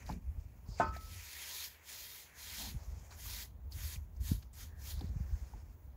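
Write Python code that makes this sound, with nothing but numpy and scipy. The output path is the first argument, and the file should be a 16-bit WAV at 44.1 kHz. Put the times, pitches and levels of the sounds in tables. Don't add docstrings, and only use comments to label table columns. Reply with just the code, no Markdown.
import sys
import numpy as np
from scipy import signal
from scipy.fft import rfft, irfft, next_fast_len
from scipy.io import wavfile
from scipy.ndimage import uniform_filter1d

SR = 44100
rng = np.random.default_rng(int(sys.argv[2]) if len(sys.argv) > 2 else 0)


def volts_from_db(level):
    exponent = np.asarray(level, float) / 20
    return 10 ** exponent


def materialize(psi):
    bounded = np.clip(np.atleast_2d(psi).T, -1, 1)
    quanta = np.round(bounded * 32767).astype(np.int16)
    wavfile.write(sys.argv[1], SR, quanta)


N = 263096
SIZE = next_fast_len(N)
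HZ = np.maximum(np.fft.rfftfreq(SIZE, 1 / SR), 1)
STEP = 44
TICKS = np.arange(0, N + STEP, STEP) / SR

# [f/Hz, level per Hz/dB]
AIR_COLOUR = [(180, -21), (300, -3), (432, -4), (461, -2), (501, -11), (621, -9), (674, -23), (783, -26),
              (908, -5), (1470, -32), (6600, -37), (8460, -59), (15600, -9.5)]
AIR_DB = -71.5
HUM_HZ, HUM_WIDTH_HZ, HUM_DB = 71.5, 16, -66.5

WASH_REST_DB, WASH_RE_STROKE_DB, WASH_RE_RUSTLE_DB, WASH_RE_WIND_DB = -76.5, -15.5, 1, -25
WASH_LAG_S = 0.1
WASH_TOP_DB = -66

# [t/s, level/dB]
STEADY_WIND = [(0.0, -54), (0.6, -54.5), (1.17, -47.5), (1.23, -69), (1.85, -77), (2.06, -64), (2.2, -72),
               (2.54, -56), (3.08, -54), (3.6, -52), (4.09, -55), (4.5, -53), (4.72, -49), (5.2, -44.5),
               (5.46, -52), (5.65, -49.5), (5.84, -57.5), (5.97, -51)]
# [peak t/s, swell level/dB, time to lose 10 dB/s, flutter level/dB]
GUSTS = [(0.12, -41, 0.08, -53), (0.29, -38, 0.06, -64), (0.38, -37, 0.03, -60), (0.46, -46, 0.02, -64),
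         (0.56, -48.5, 0.02, -71), (0.7, -36, 0.03, -62), (0.9, -40, .11, -55), (1.16, -44.5, 0.06, -69),
         (2.69, -47, .1, -70), (2.76, -35, .012, -59), (2.92, -40, .09, -66), (3.3, -45.5, .14, -63),
         (3.67, -44, 0.08, -63), (3.77, -38, .03, -60), (3.85, -38, .05, -64), (3.99, -40, 0.07, -61),
         (4.22, -36.5, .07, -57), (4.33, -32, 0.0448, -50), (4.63, -47, .06, -65), (4.8, -42.5, 0.02, -59),
         (4.97, -36, .045, -54.5), (5.1, -36.5, .06, -52.5), (5.24, -37.5, .05, -63),
         (5.33, -32.5, 0.0355, -63), (5.43, -39.5, 0.02, -58.5), (5.55, -42, 0.05, -60),
         (5.88, -46, .05, -65)]
GUST_TOP_DB = -31.5
FLUTTER_DB, FLUTTER_FOLLOWS, FLUTTER_LOSS = -66.5, 0.48, 0.75
# [t/s, peak level/dB, push length/s]
BUFFETS = [
    (0.683, -38, 0.006),
    (2.74, -31.5, 0.0077),
    (2.913, -46.5, 0.0096),
    (3.957, -40, 0.0064),
    (4.312, -19, 0.0049),
    (5.037, -32, 0.0058),
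    (5.155, -27.5, 0.0087),
    (5.198, -30, 0.0075),
]
MIC_LOW_HZ, PORT_HZ = 27.8, 55.7

BENCH_MODES_HZ = [190, 292, 366, 541, 614, 785, 895, 1035, 1077, 1253, 1303, 1453, 1518, 1772, 1927, 2175,
                  2280, 2522, 2640, 2859]
# [level/dB, time to lose 60 dB/s]
BENCH_RINGING = [(-15, 0.35), (-10.5, 0.18), (-11, 0.28), (-15, 0.23), (-9.5, 0.24), (-7, 0.16), (2, 0.22),
                 (-2.5, 0.2), (-10, 0.24), (-6, 0.37), (-8, 0.66), (-10, .2), (-4, 0.21), (-12, 0.15),
                 (-23, 0.22), (-34, 0.29), (-49, .2), (-21, 0.29), (-52, 0.2), (-43, 0.24)]
BENCH_HIT_S, BENCH_HIT_DB = 0.7995, -29

# [t/s, length/s, level/dB, pitch f/Hz, width/octaves]
SLIDES = [(0.075, 0.057, -59.5, 740, 1.9), (0.655, 0.26, -63.5, 4800, 0.25),
          (0.933, 0.042, -55.5, 1750, 0.36), (2.572, 0.16, -56.5, 222, 0.55), (2.578, .12, -58, 800, 0.46),
          (3.104, 0.03, -60, 1060, 1.24), (1.329, 0.007, -51.5, 6500, 1.6), (4.64, 0.22, -72, 1730, .25),
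          (4.422, 0.015, -64.5, 2300, 2.4), (4.93, 0.059, -66, 4000, 0.39),
          (5.015, 0.085, -68.5, 4200, 0.5), (0.1, 0.096, -47.5, 178.6, 0.3), (0.79, 0.093, -50, 206, 0.7),
          (3.254, 0.013, -58.5, 1160, .5)]
# [t/s, peak level/dB, pitch f/Hz, length/s]
FLICKS = [(0.063, -42, 4220, 0.0055), (0.09, -36, 5150, 0.0037), (0.107, -44, 4270, 0.006),
          (0.123, -44, 4090, 0.006), (0.796, -42, 3600, 0.008), (0.9403, -52, 4440, 0.0049),
          (0.9644, -38.5, 4330, 0.0066), (1.6382, -29, 4800, 0.0085), (3.1058, -48, 4250, 0.024),
          (3.7199, -37, 4620, 0.011), (3.9564, -36, 2300, 0.0055), (4.1624, -54, 5260, 0.006),
          (4.167, -56, 6700, 0.006), (4.426, -48, 4700, 0.0052), (4.5306, -48, 7500, 0.012),
          (4.9911, -40, 4600, 0.006), (5.008, -37, 3950, 0.0058)]
# [t/s, peak level/dB, pitch f/Hz, time to lose 60 dB/s, dull body re peak/dB]
KNOCKS = [
    (0.092, -34, 803, 0.027, -18),
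    (0.099, -29.5, 857, 0.023, -6),
    (0.799, -16.5, 704, 0.044, -20),
    (0.964, -38.5, 705, 0.025, -19),
    (5.01, -43.5, 806, 0.025, 0),
    (5.536, -43, 850, 0.024, -8),
]

# [t/s, length/s, hiss level/dB, rasp re hiss/dB, sizzle re hiss/dB]
RUSTLES = [(0.0, .03, -68, 6.5, -5), (0.068, 0.058, -64, 0.5, -4), (0.216, 0.48, -82.5, 1.5, 1.5),
           (0.4, 0.036, -77, -3, -1.5), (0.692, .1, -68, -14, -10), (0.792, .016, -57.5, 0, -17),
           (0.83, .065, -71, 0, -10), (0.941, 0.027, -62.5, 1, -4), (1.72, 0.12, -80, 13.5, -5),
           (2.26, 0.11, -76, 12.5, -1), (2.73, 0.35, -69.5, -3.5, -4), (3.112, 0.032, -65, -1, -5.5),
           (3.996, 0.037, -83, 4, 3), (4.15, .03, -81, -8, -4), (4.422, .03, -80, -5, -4),
           (4.97, 0.087, -70.5, 0, -2), (5.17, .37, -71.5, -0.5, -4), (5.06, .1, -75.5, -1, -1.5),
           (5.55, 0.063, -75, 2, -6), (5.63, .1, -81, 1.5, -1.5)]
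RUSTLE_IN_DB_PER_S, RUSTLE_OUT_DB_PER_S = 500, 277
RUSTLE_RING_DB = -9.5

# [touch t/s, length/s, hiss at touch/dB, hiss at lift/dB, time to lose 20 dB after the lift/s]
GLIDING_STROKES = [
    (1.013, 0.64, -64.5, -54, .11),
    (1.885, 0.33, -56, -60.5, 0.13),
    (2.386, 0.32, -58, -57, 0.06),
    (3.191, 0.24, -60, -55, 0.0551),
    (4.8, 0.12, -68.5, -56.5, .07),
]
DROPPED_STROKES = [
    (3.715, 0.23, -65.5, -56, .045),
    (4.207, 0.118, -67.5, -56, 0.088),
    (4.535, 0.1, -70.5, -59, .07),
]
GLIDE_ON_DB_PER_S, DROP_ON_DB_PER_S = 320, 1500
EASE, ARCH_DB = 1.56, 2.5
# [t/s, gain/dB, width/s, further gain of the rasp/dB, further gain of the slat ring/dB]
PRESSES = [(1.3, -2.5, 0.16, 3.5, 0.5), (1.56, 1.5, 0.065, 0.8, -0.3), (2.0, 0.7, .07, -1.5, 0.8),
           (2.45, 0.5, .06, 1.5, 2.5), (2.61, 4, .05, 0.5, 3.0), (3.33, 1.5, 0.054, -1.5, 0.5),
           (4.27, 2.5, .03, -0.5, 1.5), (3.8, 1, 0.058, 2, -2.5), (3.93, -0.5, 0.05, 3.0, 0.5),
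           (4.62, 0.5, .05, 1.5, -1.5), (4.86, 1.5, .04, -0.5, -2.5)]

# [f/Hz, level per Hz/dB]
BRISTLE_COLOUR = [(240, -70), (400, -22), (624, -15), (944, -8), (1360, -1.8), (1540, 0.4), (2370, 0.8),
                  (2930, -3.5), (3220, -3), (3930, -3.5), (6820, 6), (8710, -6), (11500, -1), (15600, -2)]
# [f/Hz, width/Hz, level/dB]
SLAT_RESONANCES = [(967, 71, 13), (1940, 480, 4), (2396, 310, 1), (3220, 57, 4.5), (3680, 91, 3.5),
                   (4186, 120, 4), (4650, 360, 0.5), (5120, 390, -1.5), (6560, 177, -15)]
RING_TOUCH_DB, RING_LIFT_DB = -4, 1.0
SIZZLE_DB, PEEL_DB = 1.75, 1.5
RASP_DB, RASP_TOP_DB = -4, -58
AWAY_DB_PER_S = 0.8
DULLING_DB_PER_S, DULLING_FROM_S = 0.65, 2.4
# [slat ring/dB, hiss/dB, sizzle/dB, rasp/dB]
REST_LEVELS = (-88.5, -86.5, -82.5, -81.5)


def rms_one(x):
    return x / np.sqrt(np.mean(x ** 2) + 1e-20)


def colour(points):
    hz, level_db = np.transpose(points)
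    return volts_from_db(np.interp(np.log(HZ), np.log(hz), level_db))


def drift(rate):
    r = np.exp(-80 * np.pi * rate / SR)
    noise = rng.standard_normal(N // 40 + 2002)
    slow = rms_one(signal.lfilter([1], [1, -2 * r, r * r], noise)[2000:])
    return np.interp(np.arange(N) / 40, np.arange(len(slow)), slow)


def band(x, low_hz, high_hz, order=2):
    edges = [low_hz, min(high_hz, 0.45 * SR)]
    return signal.sosfilt(signal.butter(order, edges, "band", fs=SR, output="sos"), x)


def ring(clicks, hz, t60):
    r = volts_from_db(-60 / (t60 * SR))
    w = 2 * np.pi * hz / SR
    return signal.lfilter([0, np.sin(w)], [1, -2 * r * np.cos(w), r * r], clicks + 1e-18)


def add(out, s, sound):
    i = round(s * SR)
    out[i:i + len(sound)] += sound[:N - i]


def mix_db(*levels_db):
    return 10 * np.log10(sum(volts_from_db(2 * level) for level in levels_db))


def per_sample(*levels):
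    return [np.interp(np.arange(N) / SR, TICKS, level) for level in levels]


def strokes():
    s, length, touch_db, lift_db, fade = np.transpose(GLIDING_STROKES + DROPPED_STROKES)[:, :, None]
    counts = [len(GLIDING_STROKES), len(DROPPED_STROKES)]
    land = np.repeat([GLIDE_ON_DB_PER_S, DROP_ON_DB_PER_S], counts)[:, None]
    x = np.clip((TICKS - s) / length, 0, 1)
    sweep = touch_db + (lift_db - touch_db) * (1 - (1 - x) ** EASE) + ARCH_DB * np.sin(np.pi * x)
    sweep = sweep - land * np.maximum(s - TICKS, 0)
    sweep = sweep - 20 / fade * np.maximum(TICKS - s - length, 0)
    along = x[sweep.argmax(axis=0), np.arange(len(TICKS))]

    at, gain_db, width, rasp_db, ring_db = np.transpose(PRESSES)[:, :, None]
    press = np.exp(-((TICKS - at) / width) ** 2)
    hiss = sweep.max(axis=0) + (gain_db * press).sum(axis=0)
    return hiss, along, (rasp_db * press).sum(axis=0), (ring_db * press).sum(axis=0)


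def rustles():
    s, length, hiss_db, rasp_db, sizzle_db = np.transpose(RUSTLES)[:, :, None]
    level = hiss_db - RUSTLE_IN_DB_PER_S * np.maximum(s - TICKS, 0)
    level = level - RUSTLE_OUT_DB_PER_S * np.maximum(TICKS - s - length, 0)
    return level.max(axis=0), (level + rasp_db).max(axis=0), (level + sizzle_db).max(axis=0)


def wash_db():
    from_strokes = strokes()[0] + WASH_RE_STROKE_DB
    from_rustles = np.minimum(rustles()[0] + WASH_RE_RUSTLE_DB, WASH_TOP_DB)
    from_wind = np.interp(TICKS, *np.transpose(STEADY_WIND)) + WASH_RE_WIND_DB
    level = mix_db(WASH_REST_DB, from_strokes, from_rustles, from_wind)
    return per_sample(uniform_filter1d(level, round(WASH_LAG_S * SR / STEP) + 1))[0]


def surroundings():
    air = irfft(rfft(rng.standard_normal(SIZE)) * colour(AIR_COLOUR), SIZE)[:N]
    air = volts_from_db(AIR_DB + 2.03 * drift(2.6)) * rms_one(air)
    hum = band(rng.standard_normal(N), HUM_HZ - HUM_WIDTH_HZ / 2, HUM_HZ + HUM_WIDTH_HZ / 2)
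    wash = rms_one(band(rng.standard_normal(N), 318, 1010))
    return volts_from_db(wash_db() + 1.25 * drift(14.0)) * wash + air + volts_from_db(HUM_DB) * rms_one(hum)


def gusts():
    steady = np.interp(TICKS, *np.transpose(STEADY_WIND))
    s, swell_db, width, flutter_db = np.transpose(GUSTS)[:, :, None]
    loss = 10 / width * abs(TICKS - s)
    swell = np.maximum(steady, (swell_db - loss).max(axis=0))
    flutter = FLUTTER_DB + FLUTTER_FOLLOWS * (steady + 55)
    flutter = np.maximum(flutter, (flutter_db - FLUTTER_LOSS * loss).max(axis=0))
    return per_sample(swell, flutter)


def wind(lumpy_db=0.5):
    gust_db, flutter_db = gusts()
    swell = band(rng.standard_normal(N), 42.1, 84.9, order=3) * volts_from_db(lumpy_db * drift(15.4))
    swell = swell / uniform_filter1d(swell ** 2 + 1e-12, size=3000) ** 0.32
    flutter = band(np.cumsum(rng.standard_normal(N)), 111, 267) * volts_from_db(1.6 * drift(16.0))
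    out = volts_from_db(np.minimum(gust_db, GUST_TOP_DB) - 0.17) * rms_one(swell)
    out += volts_from_db(flutter_db - 1.1) * rms_one(flutter)

    port = signal.butter(4, PORT_HZ, "high", fs=SR, output="sos")
    for s, peak_db, length in BUFFETS:
        push = np.r_[np.hanning(round(length * SR)), np.zeros(SR // 5)]
        thump = signal.sosfilt(port, push)
        add(out, s + 0.0036, volts_from_db(peak_db - 0.8) * thump / abs(thump).max())
    return out


def bench():
    out, t = np.zeros(N), np.arange(SR) / SR
    for hz, (level_db, t60) in zip(BENCH_MODES_HZ, BENCH_RINGING):
        tone = np.sin(2 * np.pi * (hz * t + rng.random()))
        swelling = 1 - np.exp(-t / 0.0038)
        add(out, BENCH_HIT_S, volts_from_db(BENCH_HIT_DB + level_db - 60 * t / t60) * swelling * tone)
    rattle = band(rng.standard_normal(SR), 320, 1530)
    add(out, BENCH_HIT_S, volts_from_db(-29 - 60 * t / 0.29) * rattle)
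    return out


def slides():
    out = np.zeros(N)
    for s, length, level_db, hz, octaves in SLIDES:
        x = np.linspace(0, 1, round(length * SR))
        half = 2 ** (octaves / 2)
        rough = rng.standard_normal(SR // 2) * volts_from_db(2.0 * drift(40)[:SR // 2])
        noise = rms_one(band(rough, hz / half, hz * half))[:len(x)]
        add(out, s, volts_from_db(level_db) * noise * np.sin(np.pi * x ** 1.33) ** 0.4)
    return out


def knocks():
    out, t = np.zeros(N), np.arange(9000) / SR
    for s, peak_db, hz, t60, body_db in KNOCKS:
        blow = np.r_[np.hanning(20) / 10, np.zeros(len(t) - 20)]
        blow = 0.72 * blow + 0.48 * np.roll(blow, round(SR / hz))
        note = ring(blow, hz, t60) + 0.21 * ring(blow, hz * 1.15, t60) + 0.11 * ring(blow, hz * 0.67, t60)
        add(out, s, volts_from_db(peak_db - 2.0) * note)
        body = rms_one(band(np.cumsum(rng.standard_normal(len(t))), 117, 440))
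        body_fade = volts_from_db(peak_db + body_db - 3.5 - 60 * t / 0.21)
        add(out, s, body_fade * np.minimum(t / 0.0037, 1) * body)
    return out


def flicks():
    out, t = np.zeros(N), np.arange(2000) / SR
    for s, peak_db, hz, length in FLICKS:
        puff = rng.standard_normal(len(t))
        tone = rms_one(band(puff, hz * 0.88, hz * 1.21)) + 0.59 * band(puff, 1400, 21000)
        add(out, s, volts_from_db(peak_db - 14) * tone * np.minimum(t / 0.0016, 1) * np.exp(-t / length))
    return out


def rubbing():
    stroke, along, bite, wake = strokes()
    rustle, rustle_rasp, rustle_sizzle = rustles()
    slats = stroke - AWAY_DB_PER_S * TICKS
    ringing = slats + wake + RING_TOUCH_DB + (RING_LIFT_DB - RING_TOUCH_DB) * along
    sizzle = stroke + SIZZLE_DB + PEEL_DB * along
    rasp = slats + RASP_DB + bite
    from_brush = (ringing, stroke, sizzle, rasp)
    from_hands = (rustle + RUSTLE_RING_DB, rustle, rustle_sizzle, rustle_rasp)
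    return per_sample(*(mix_db(*layer) for layer in zip(from_brush, from_hands, REST_LEVELS)))


def brush(slips_per_s=6000, spread_db=1.0, patchy_db=1.6, chatter_db=0.62, travel_db=2.2):
    ring_db, hiss_db, sizzle_db, rasp_db = rubbing()
    slips = (rng.random(N) < slips_per_s / SR) * volts_from_db(spread_db * np.minimum(rng.exponential(1, N), 5))
    friction = rms_one(slips * rng.standard_normal(N)) + 1.76 * rng.standard_normal(N)
    friction = friction * volts_from_db(chatter_db * drift(50))

    pressed_db = 0.56 * np.minimum(hiss_db + 46.5, 0)
    slat = friction.copy()
    for hz, width, top_db in SLAT_RESONANCES:
        gain = volts_from_db(top_db + pressed_db + travel_db * drift(6.3))
        slat += gain * band(friction, hz - width / 2, hz + width / 2, order=1)

    spectrum = rfft(slat, SIZE) * colour(BRISTLE_COLOUR)
    place = 3 * np.log2(HZ / 400)
    parts = [0, 0, 0]
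    for k in range(3, 17):
        part = irfft(spectrum * np.clip(1 - abs(place - k), 0, 1), SIZE)[:N]
        parts.append(part * volts_from_db(patchy_db * drift(7.4)))
    wetter_db = DULLING_DB_PER_S * (np.arange(N) / SR - DULLING_FROM_S)
    for k, lean in zip(range(3, 9), (1.5, 1.5, 1.5, 0.5, -0.5, -1.5)):
        parts[k] = parts[k] * volts_from_db(wetter_db * lean)

    rasp = volts_from_db(np.minimum(rasp_db, RASP_TOP_DB)) * rms_one(sum(parts[3:9]))
    ringing = volts_from_db(ring_db) * rms_one(sum(parts[9:11]))
    hiss = volts_from_db(hiss_db) * rms_one(sum(parts[11:14]))
    sizzle = volts_from_db(sizzle_db) * rms_one(sum(parts[14:17]))
    return ringing + hiss + sizzle + rasp


def scene():
    return (surroundings() + wind() + bench() + slides() + knocks() + flicks() + brush())[None]


def roll_off(x):
    return signal.sosfilt(signal.butter(12, 15870, fs=SR, output="sos"), x)


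def record(dry):
    x = signal.sosfilt(signal.butter(2, MIC_LOW_HZ, "high", fs=SR, output="sos"), dry)
    x = irfft(rfft(x, SIZE) * (HZ < 15740), SIZE)[:, :N]
    return roll_off(x)


dry = scene()
out = record(dry)
materialize(out)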